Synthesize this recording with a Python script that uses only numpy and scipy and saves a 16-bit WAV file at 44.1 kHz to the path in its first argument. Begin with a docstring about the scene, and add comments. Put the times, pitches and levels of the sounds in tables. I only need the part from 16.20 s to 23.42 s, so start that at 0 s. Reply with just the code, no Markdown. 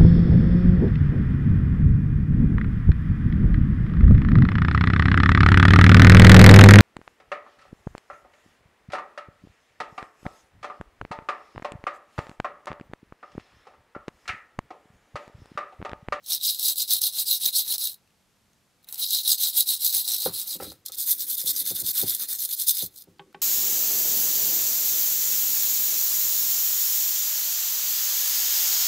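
"""Wire brush on a brass part

Close up in a quiet workshop, a small wire brush scrubs a hand-held brass part, first its face, then its end.
Noise of catching and flicking bristle tips, swelling with each stroke, rings the finger-damped brass modes.
Bumps ring a plastic tub in damped sines and set the bench rumbling; hands shuffle against it as filtered noise.
Something hollow is tapped twice, faint ticks fall, and air rushes softly; one close microphone, slightly wide."""
import sys
import numpy as np
from scipy import signal
from scipy.fft import rfft, irfft, next_fast_len
from scipy.io import wavfile
from scipy.ndimage import uniform_filter1d, map_coordinates

SR = 44100
rng = np.random.default_rng(int(sys.argv[2]) if len(sys.argv) > 2 else 0)


def int16_out(signal):
    """Quantize to a 16-bit WAV file."""
    q = np.round(np.clip(np.atleast_2d(signal).T, -1, 1) * 32767)
    wavfile.write(sys.argv[1], SR, q.astype(np.int16))


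def invert_db(x):
    """Field ratio 10**(x/20) for x, a level in decibels (scalar or array-like)."""
    u = np.asarray(x, float) / 20
    return 10 ** u


N = 318291  # length in samples

# Rush of air, spectrum: freq_hz, level_db
AIR_SPECTRUM = [(25, -11.5), (84, -7.5), (206, -6), (300, -13), (6380, -23), (13000, -28.5), (15500, -37),
                (16000, -47.5)]
# Reverberation of the workshop: freq_hz, t60_s
SHOP_DECAY = [(200, .14), (3000, .2), (12000, .1)]
# Faint lone ticks: start_s, level_db, pitch_hz
TICKS = [(1.8756, -56, 2650), (1.906, -59, 2820), (2.3328, -54.5, 6350), (6.985, -54.5, 4650),
         (7.128, -51, 1380)]
# Hands and brush shuffling against the tub: time_s, level_db
SHUFFLE_LEVEL = [(4.2, -102), (4.37, -53.5), (4.5, -58), (4.65, -76.5), (4.93, -63), (5.15, -71.5),
                 (5.28, -61.5), (5.6, -57), (5.92, -72), (6.2, -83), (6.95, -72.5), (7.07, -63.5),
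                 (7.2, -67)]
# Dry taps on something hollow nearby: start_s, level_db
TAPS = [(6.994, -29.5), (7.145, -30)]
# Modes of the hollow thing: pitch_hz, level_db (relative), t60_s
HOLLOW_MODES = [(162.6, -7.5, 0.15), (390, -0.5, 0.19), (520, -5, 0.08), (824, 4, 0.0765),
                (1116, -6.5, 0.13), (1540, -1.5, 0.055), (2460, -21, 0.036), (3140, -4, .025)]
# Bumps of the tub: start_s, level_db, sharpness_hz (higher for a harder contact)
BUMPS = [(4.059, -18, 1010), (4.353, -43, 500), (4.4, -28.5, 2000), (4.421, -29.5, 1540),
         (4.445, -39, 2530), (4.466, -40.5, 350), (4.517, -42.5, 1360), (4.695, -45, 4470),
         (5.234, -45, 400), (5.264, -49, 400), (5.367, -61, 400), (5.414, -45.5, 400), (5.508, -33, 577),
         (5.619, -36.5, 200), (5.679, -48.5, 397), (5.83, -27.5, 520), (6.623, -36, 450),
         (6.873, -46.5, 380)]
# Modes of the tub: pitch_hz, level_db (relative), t60_s
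TUB_MODES = [(64.6, -8.5, 0.13), (101.4, -8.5, 0.13), (176, -5.5, 0.12), (247.4, -3.5, 0.057),
             (323.7, 2.5, 0.046), (384.3, -1, 0.077), (513, 6, 0.039), (782, 0, 0.04),
             (1180, -13.5, 0.0474), (1316, -8, 0.083), (1352, -2, 0.015)]
# Bench rumble, spectrum: freq_hz, level_db (relative)
BENCH_SPECTRUM = [(45, -50.5), (72, 2.5), (105, -2.5), (170, -13.5), (380, -9.5), (700, -30.5)]
# Bench rumble after a bump of -37 dB: sharpness_hz, level_db
RUMBLE_LEVEL = [(400, -50), (1500, -57.5), (4000, -64)]
# Brush strokes, each lasting to the next turn or lift:
# turn_s, fastest_s, fastest_level_db (relative), turn_level_db (relative)
STROKES = [(0.027, 0.134, -21.5, -67.5), (0.195, 0.264, -22, -44), (0.373, 0.486, -19.5, -37),
           (0.551, 0.602, -23, -42.5), (0.669, 0.724, -19, -43.5), (0.803, 0.845, -20.5, -41.5),
           (0.917, 1.005, -22, -40), (1.046, 1.134, -21.5, -39.5), (1.192, 1.277, -21.5, -40),
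           (1.314, 1.379, -19, -45.5), (1.445, 1.545, -24, -37.5), (1.574, 1.63, -25.5, -45.5),
           (2.67, 2.705, -55, -62), (2.719, 2.74, -44.5, -56), (2.764, 2.83, -23.5, -48),
           (2.882, 2.957, -22, -35.5), (3.029, 3.124, -19, -36), (3.166, 3.241, -20, -43.5),
           (3.322, 3.395, -19.5, -38.5), (3.448, 3.503, -21.5, -46), (3.588, 3.649, -24, -44),
           (3.718, 3.765, -21.5, -30.5), (3.841, 3.922, -23.5, -37.5), (3.977, 4.052, -26.5, -34),
           (4.117, 4.198, -27.5, -45), (4.249, 4.333, -30, -39), (4.385, 4.432, -38, -50),
           (4.651, 4.664, -33.5, -48), (4.715, 4.733, -32, -54), (4.76, 4.802, -27.5, -45),
           (4.862, 4.899, -22, -39), (4.963, 5.024, -27, -42.5), (5.062, 5.121, -25, -39.5),
           (5.161, 5.205, -24, -37.5), (5.239, 5.302, -20, -39.5), (5.325, 5.411, -25, -39),
           (5.436, 5.496, -23, -37), (5.539, 5.565, -25.5, -39), (5.577, 5.62, -26.5, -30),
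           (5.627, 5.709, -24.5, -42.5), (5.724, 5.794, -23, -43), (5.852, 5.889, -24, -35.5),
           (5.977, 6.028, -28, -40.5), (6.07, 6.113, -27, -46.5), (6.182, 6.227, -27, -42),
           (6.272, 6.342, -29.5, -39.5), (6.355, 6.412, -26.5, -43.5), (6.459, 6.506, -19, -38.5),
           (6.524, 6.614, -26.5, -34), (6.706, 6.792, -44.5, -66)]
# Moments when the brush leaves the brass: time_s
LIFTS = [1.774, 4.592, 6.698, 6.845]
# Tufts snapping off an edge: start_s, level_db (relative)
SNAPS = [(0.395, -10.5), (0.558, -18), (0.5811, -13), (0.8168, -7.5),  (1.5232, -9), (1.5813, -14),
         (1.742, -29.5), (2.6288, -51), (2.638, -51.5), (2.6442, -40.5), (2.6876, -24.5), (2.702, -33),
         (2.7254, -18.5), (2.738, -33), (2.7434, -18.5), (2.7565, -23), (2.7794, -26.5), (2.9066, -11.5),
         (2.931, -8.5), (3.665, -6.5), (4.661, -14), (4.7205, -18.5), (4.755, -24), (4.784, -20),
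         (5.152, -13), (5.239, -19), (5.2616, -12), (5.463, -13), (5.6635, -10.5), (5.9485, -7),
         (6.4752, -27), (6.4935, -1.5), (6.662, -18), (6.786, -28), (6.821, -26)]
# Grip: time_s, fizz_db (tips over the ring of the brass), body_db (handle and hand over the ring),
# pull_loss_db (body lost on pull strokes)
GRIP = [(0.13, -6, 2, 7), (.4, -3.5, -2.5, 2), (1.599, -2, 7, 9), (2.701, 8.5, 27.5, -3),
        (2.83, -5, -1.5, 0.5), (3.5, -1, 1.5, 0.5), (4.3, -1.5, 5, 0), (4.74, -6.5, 9, 6),
        (4.82, 4, 9.5, 2.5), (5.2, 1, 6, -1), (6.1, 1.5, 16, 4), (6.32, 1.5, 3, -8), (6.5, 1, 8, 4)]
# How loosely the fingers let the brass ring: time_s, level_db (relative)
FINGER_FREEDOM = [(4.6, 4), (4.7, -5), (5.9, 0.5), (6.3, 0.5)]
# Scrape colour along the face and over the end: freq_hz, level_db (relative)
FACE_COLOUR = [(150, -36.5), (300, -34.5), (560, -41.5), (760, -29), (1000, -34.5), (1500, -34.5),
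               (2100, -32.5), (2700, -25), (3700, -12.5), (5500, -12.5), (7000, -11.5), (9400, -9.5),
               (14000, -8.5), (16000, -7)]
END_COLOUR = [(200, -36.5), (370, -33.5), (600, -41), (1050, -39.5), (1330, -35.5), (2650, -27.5),
              (3600, -5.5), (5000, -7.5), (9000, -5.5), (14300, 1), (16000, -5.5)]
# Brass resonances fed along the face and over the end: pitch_hz, level_db (relative)
FACE_MODES = [(3880, -3), (4120, -2.5), (4270, -12), (4840, -7.5), (5450, -11.5), (6250, -14), (7890, -10),
              (8750, -10), (10400, -6.5), (11100, -10), (12600, -7.5), (13150, -7.5), (14100, -6)]
END_MODES = [(3630, -4.5), (4200, -4.5), (4950, -7), (6250, -10), (8520, -12), (10700, -12), (12600, -17.5),
             (14300, -18.5)]


def unit(x):
    """Scaled to rms 1."""
    return x / np.sqrt(np.mean(x ** 2) + 1e-20)


def along(points, hz):
    """Value at hz, read between (Hz, value) points on a log axis."""
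    f, v = np.transpose(points)
    return np.interp(np.log(hz + 1), np.log(f + 1), v)


def curve(s, value):
    """One value per sample, in straight lines between the given times."""
    return np.interp(np.arange(N) / SR, np.maximum.accumulate(s), value)


def wobble(rate):
    """A smooth random curve with rate knots a second."""
    knots = rng.standard_normal(int(N * rate / SR) + 4)
    return map_coordinates(knots, [np.arange(N) * rate / SR])


def filtered(x, response):
    """The sound x shaped by a complex response of frequency."""
    m = next_fast_len(N + SR // 2)
    return irfft(rfft(x, m) * response(np.fft.rfftfreq(m, 1 / SR)), m)[..., :N]


def colour(spectrum):
    """Response of (Hz, dB) points, closing towards 5 Hz below the first."""
    return lambda hz: invert_db(along([(5, -90)] + spectrum, hz))


def resonance(hz, centre_hz, width_hz):
    """Response of one damped mode, 1 at its centre."""
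    damping = 1j * hz * width_hz
    return damping / (centre_hz ** 2 - hz ** 2 + damping)


def air():
    """Faint steady rush: noise with the spectrum of the air."""
    return unit(filtered(rng.standard_normal(N), colour(AIR_SPECTRUM)))


def shop(x):
    """The room's answer: a noise tail in which each frequency dies at its own speed."""
    hz, t, z = signal.stft(rng.standard_normal(SR // 2), SR, nperseg=256)
    decay = invert_db(-60 * t / along(SHOP_DECAY, hz)[:, None])
    tail = signal.istft(z * decay, SR, nperseg=256)[1]
    delayed = np.pad(x, (200, 0))  # samples before the room answers
    return signal.fftconvolve(delayed, tail / np.linalg.norm(tail))[:N]


def ticks():
    """Each tick is a few damped cycles, roughened by noise."""
    out, t = np.zeros(N + SR), np.arange(SR // 20) / SR
    for s, db, hz in TICKS:
        rough = 1 + 0.65 * rng.standard_normal(len(t))
        tick = invert_db(db - 60 * t / 0.0098) * np.sin(2 * np.pi * hz * t) * rough
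        out[round(s * SR):][:len(t)] += tick
    return out[:N]


def shuffle():
    """Soft, lumpy rubbing heard through the lower modes of the tub."""
    def walls(f):
        modes = sum(invert_db(db) * resonance(f, c, 3 / t60) for c, db, t60 in TUB_MODES)
        return modes / (1 + (f / 460) ** 6)

    lumpy = invert_db(3.5 * wobble(30)) * rng.standard_normal(N)
    rub = unit(filtered(lumpy, walls))
    return invert_db(curve(*np.transpose(SHUFFLE_LEVEL))) * rub


def taps():
    """A tap on something hollow: a dull noise crack and a short, fluttering ring of its modes."""
    crack_db, crack_t60_s, flutter_depth = -9, 0.03, 0.45
    out, t = np.zeros(N + SR), np.arange(SR // 3) / SR
    hz, mode_db, t60 = np.transpose(HOLLOW_MODES)[:, :, None]
    band = signal.butter(4, [400, 3500], "band", fs=SR)
    for s, db in TAPS:
        noise = rng.standard_normal((len(hz), len(t)))
        flutter = 1 + flutter_depth * unit(uniform_filter1d(noise, size=300))
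        modes = flutter * invert_db(mode_db - 60 * t / t60) * np.sin(2 * np.pi * hz * t)
        ring = modes.sum(axis=0)
        crack = unit(signal.lfilter(*band, rng.standard_normal(len(t))))
        sound = ring / np.abs(ring).max() + crack * invert_db(crack_db - 60 * t / crack_t60_s)
        onset = 1 - np.exp(-t / 0.0013)
        out[round(s * SR):][:len(t)] += invert_db(db) * sound * onset
    return out[:N]


def tub():
    """Each bump cracks, rings the tub roughly and sets the bench rumbling; a soft contact has few highs."""
    out, after, t = np.zeros(N + SR), np.zeros(N + SR), np.arange(SR // 3) / SR
    hz, mode_db, t60 = np.transpose(TUB_MODES)[:, :, None]
    luck = rng.standard_normal((len(BUMPS), len(TUB_MODES), 2, 1)).transpose(0, 2, 1, 3)
    noise = rng.standard_normal((len(BUMPS), 2, len(t)))
    for (s, db, sharp_hz), (strength, detune), (dust, buzz) in zip(BUMPS, luck, noise):
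        # a sharp tap barely moves the low modes
        contact = 1 / (1 + (hz / sharp_hz) ** 3) / (1 + (sharp_hz / hz / 7) ** 2)
        swing = np.sin(2 * np.pi * hz * (1 + 0.019 * detune) * t)
        modes = contact * invert_db(mode_db + 2 * strength - 60 * t / t60) * swing
        build_up = 1 - np.exp(-t * hz * 0.53)  # low modes take longer
        ring = (modes * build_up).sum(axis=0)
        band = signal.butter(4, [200, np.clip(1.36 * sharp_hz, 300, 9000)], "band", fs=SR)
        fade = invert_db(-12.5 - 60 * t / 0.014) + invert_db(-17.5 - 60 * t / 0.16)
        crack = unit(signal.lfilter(*band, dust)) * fade * (1 - np.exp(-t * sharp_hz))
        # loose walls flutter
        rattle = 1 + 0.49 * unit(uniform_filter1d(buzz, size=150)) * (1 - np.exp(-t / 0.0055))
        out[round(s * SR):][:len(t)] += invert_db(db) * (rattle * ring / np.abs(ring).max() + crack)
        rumble_db = along(RUMBLE_LEVEL, sharp_hz) + db + 37
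        swell = 1 - np.exp(-(t / 0.019) ** 2)
        after[round(s * SR):][:len(t)] += invert_db(rumble_db - 60 * t / 0.31) * swell
    bench = filtered(rng.standard_normal(N), colour(BENCH_SPECTRUM))
    rumble = unit(invert_db(0.78 * wobble(32)) * bench)
    return out[:N] + after[:N] * rumble


def strokes():
    """Level in dB, rounding up from each turn to the fastest point and down again; and 1 on pull strokes."""
    speed_up, slow_down = 2.18, 2.16  # roundness of the swell before and after the fastest point (power)
    lift_db = -70  # last bristles leaving the brass
    turn, fastest, peak_db, turn_db = np.transpose(STROKES)
    stops = np.append(turn, LIFTS)
    after = np.where(stops > fastest[:, None], stops, np.inf).argmin(axis=1)
    stop = stops[after]
    stop_db = np.append(turn_db, np.full(len(LIFTS), lift_db))[after]
    t = np.arange(N) / SR
    k = np.clip(np.searchsorted(turn, t) - 1, 0, None)  # the stroke under way
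    early = np.clip((fastest[k] - t) / (fastest - turn)[k], 0, None) ** speed_up
    late = np.clip((t - fastest[k]) / (stop - fastest)[k], 0, None) ** slow_down
    level_db = peak_db[k] - (peak_db - turn_db)[k] * early - (peak_db - stop_db)[k] * late
    pull = uniform_filter1d(k % 2 * 1., size=1500)  # every other stroke
    return np.maximum(level_db, -120), pull


def catches(rate, steady):
    """Gain near rms 1: tufts let go suddenly at random moments and fade, over a steady share of sliding tips."""
    fade_s = 0.004  # time constant
    hit, size = rng.random((2, N))
    releases = (hit < rate / SR) * -np.log(size + .06)
    jumps = unit(signal.lfilter([1], [1, -np.exp(-1 / (fade_s * SR))], releases))
    return (jumps + steady) / np.sqrt(1 + steady ** 2 + 2 * steady * jumps.mean())


def flicks(rate, spread_db, hiss):
    """Random bristle flicks, mostly small and a few large, over the hiss of tips that slide."""
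    hit, size, sign = rng.random((3, N))
    clicks = (hit < rate / SR) * invert_db(-spread_db * np.log(size + .01)) * np.sign(sign - .5)
    return unit(unit(clicks) + hiss * rng.standard_normal(N))


def patchy(x, depth_db):
    """Each tuft meets the brass at another spot, so the colour shifts from moment to moment."""
    z = signal.stft(x, nperseg=256)[2]
    across_pitch = uniform_filter1d(rng.standard_normal(z.shape), size=6, axis=0)
    field = uniform_filter1d(across_pitch, size=8, axis=1)
    return signal.istft(z * invert_db(depth_db * unit(field)), nperseg=256)[1][:N]


def brass(force, scrape, modes):
    """Broad scrape colour plus the resonances of the part, each fed more or less as the brush travels over it."""
    sharpness = 36  # centre over width of each resonance
    out = filtered(force, colour(scrape))
    freedom = invert_db(curve(*np.transpose(FINGER_FREEDOM)))
    for c, db in modes:
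        place = invert_db(db + 1.7 * wobble(18))

        def mode(f):
            return resonance(f, c, c / sharpness) / (1 + (3000 / (f + 1)) ** 8)  # no ring in the lows

        out += filtered(force * freedom * place, mode)
    return out


def snaps():
    """Tufts snapping off an edge: sudden bursts of noise that die in milliseconds."""
    t60_s = 0.018
    level, t = np.zeros(N), np.arange(SR // 30) / SR
    for s, db in SNAPS:
        level[round(s * SR):][:len(t)] += invert_db(db - 60 * t / t60_s)
    return level * rng.standard_normal(N)


def brush():
    """Stroke speed sets the level; tufts catch in bunches and snap off edges, driving the brass."""
    regrip_s = 4.62  # from the face to the end
    speed_db, pull = strokes()
    steady = np.interp(speed_db, [-45, -25], [.6, 2.1])  # a light touch breaks up into single tufts
    drive = invert_db(speed_db - 1) * catches(240, steady)
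    s, fizz_db, body_db, pull_db = np.transpose(GRIP)
    shared = flicks(3500, spread_db=3, hiss=.6)
    tips = unit(shared + 3.2 * flicks(8300, spread_db=5.0, hiss=1.3))
    fizz = tips * invert_db(curve(s, fizz_db) + 0.31 * wobble(50))
    body = rng.standard_normal(N) * invert_db(curve(s, body_db) - pull * curve(s, pull_db))

    def low(f):
        return 1 / (1 + (f / 2500) ** 8)

    def high(f):
        return 1 / (1 + (7000 / (f + 1)) ** 6)

    force = filtered(drive * shared, lambda f: 1 - low(f) - high(f))
    force += filtered(drive * fizz, high)
    force += filtered(invert_db(speed_db) * body, low)
    force = patchy(force, depth_db=2.3)
    force += invert_db(-10) * filtered(snaps(), lambda f: 1 - .8 * low(f))
    first = np.arange(N) < regrip_s * SR
    face = invert_db(8.5) * brass(force * first, FACE_COLOUR, FACE_MODES)
    end = invert_db(5.0) * brass(force * ~first, END_COLOUR, END_MODES)
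    return face + end


def scene():
    """Brush and tub close to the microphone, in the room over a faint rush of air, a trace wider than mono."""
    air_db, air_side_db, room_db, room_side_db = -67.5, -77, -18, -35.5
    near = brush() + tub() + taps() + shuffle() + ticks()
    near = filtered(near, lambda f: 1 / (1 + (50 / (f + 1)) ** 6))  # small things move no deep bass
    mid = near + invert_db(room_db) * shop(near) + invert_db(air_db) * air()
    side = invert_db(air_side_db) * air() + invert_db(room_side_db) * shop(near)
    return np.array([mid + side, mid - side])


def roll_off(x):
    """The treble ends steeply here."""
    return signal.sosfilt(signal.butter(12, 16490, fs=SR, output="sos"), x)


def record(dry):
    """A steep band limit closes the treble over the last 200 Hz below top_hz."""
    top_hz = 15880
    mix = filtered(dry, lambda hz: np.clip((top_hz - hz) / 200, 0, 1) ** 2)
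    return roll_off(mix)


dry = scene()
out = record(dry)
int16_out(out)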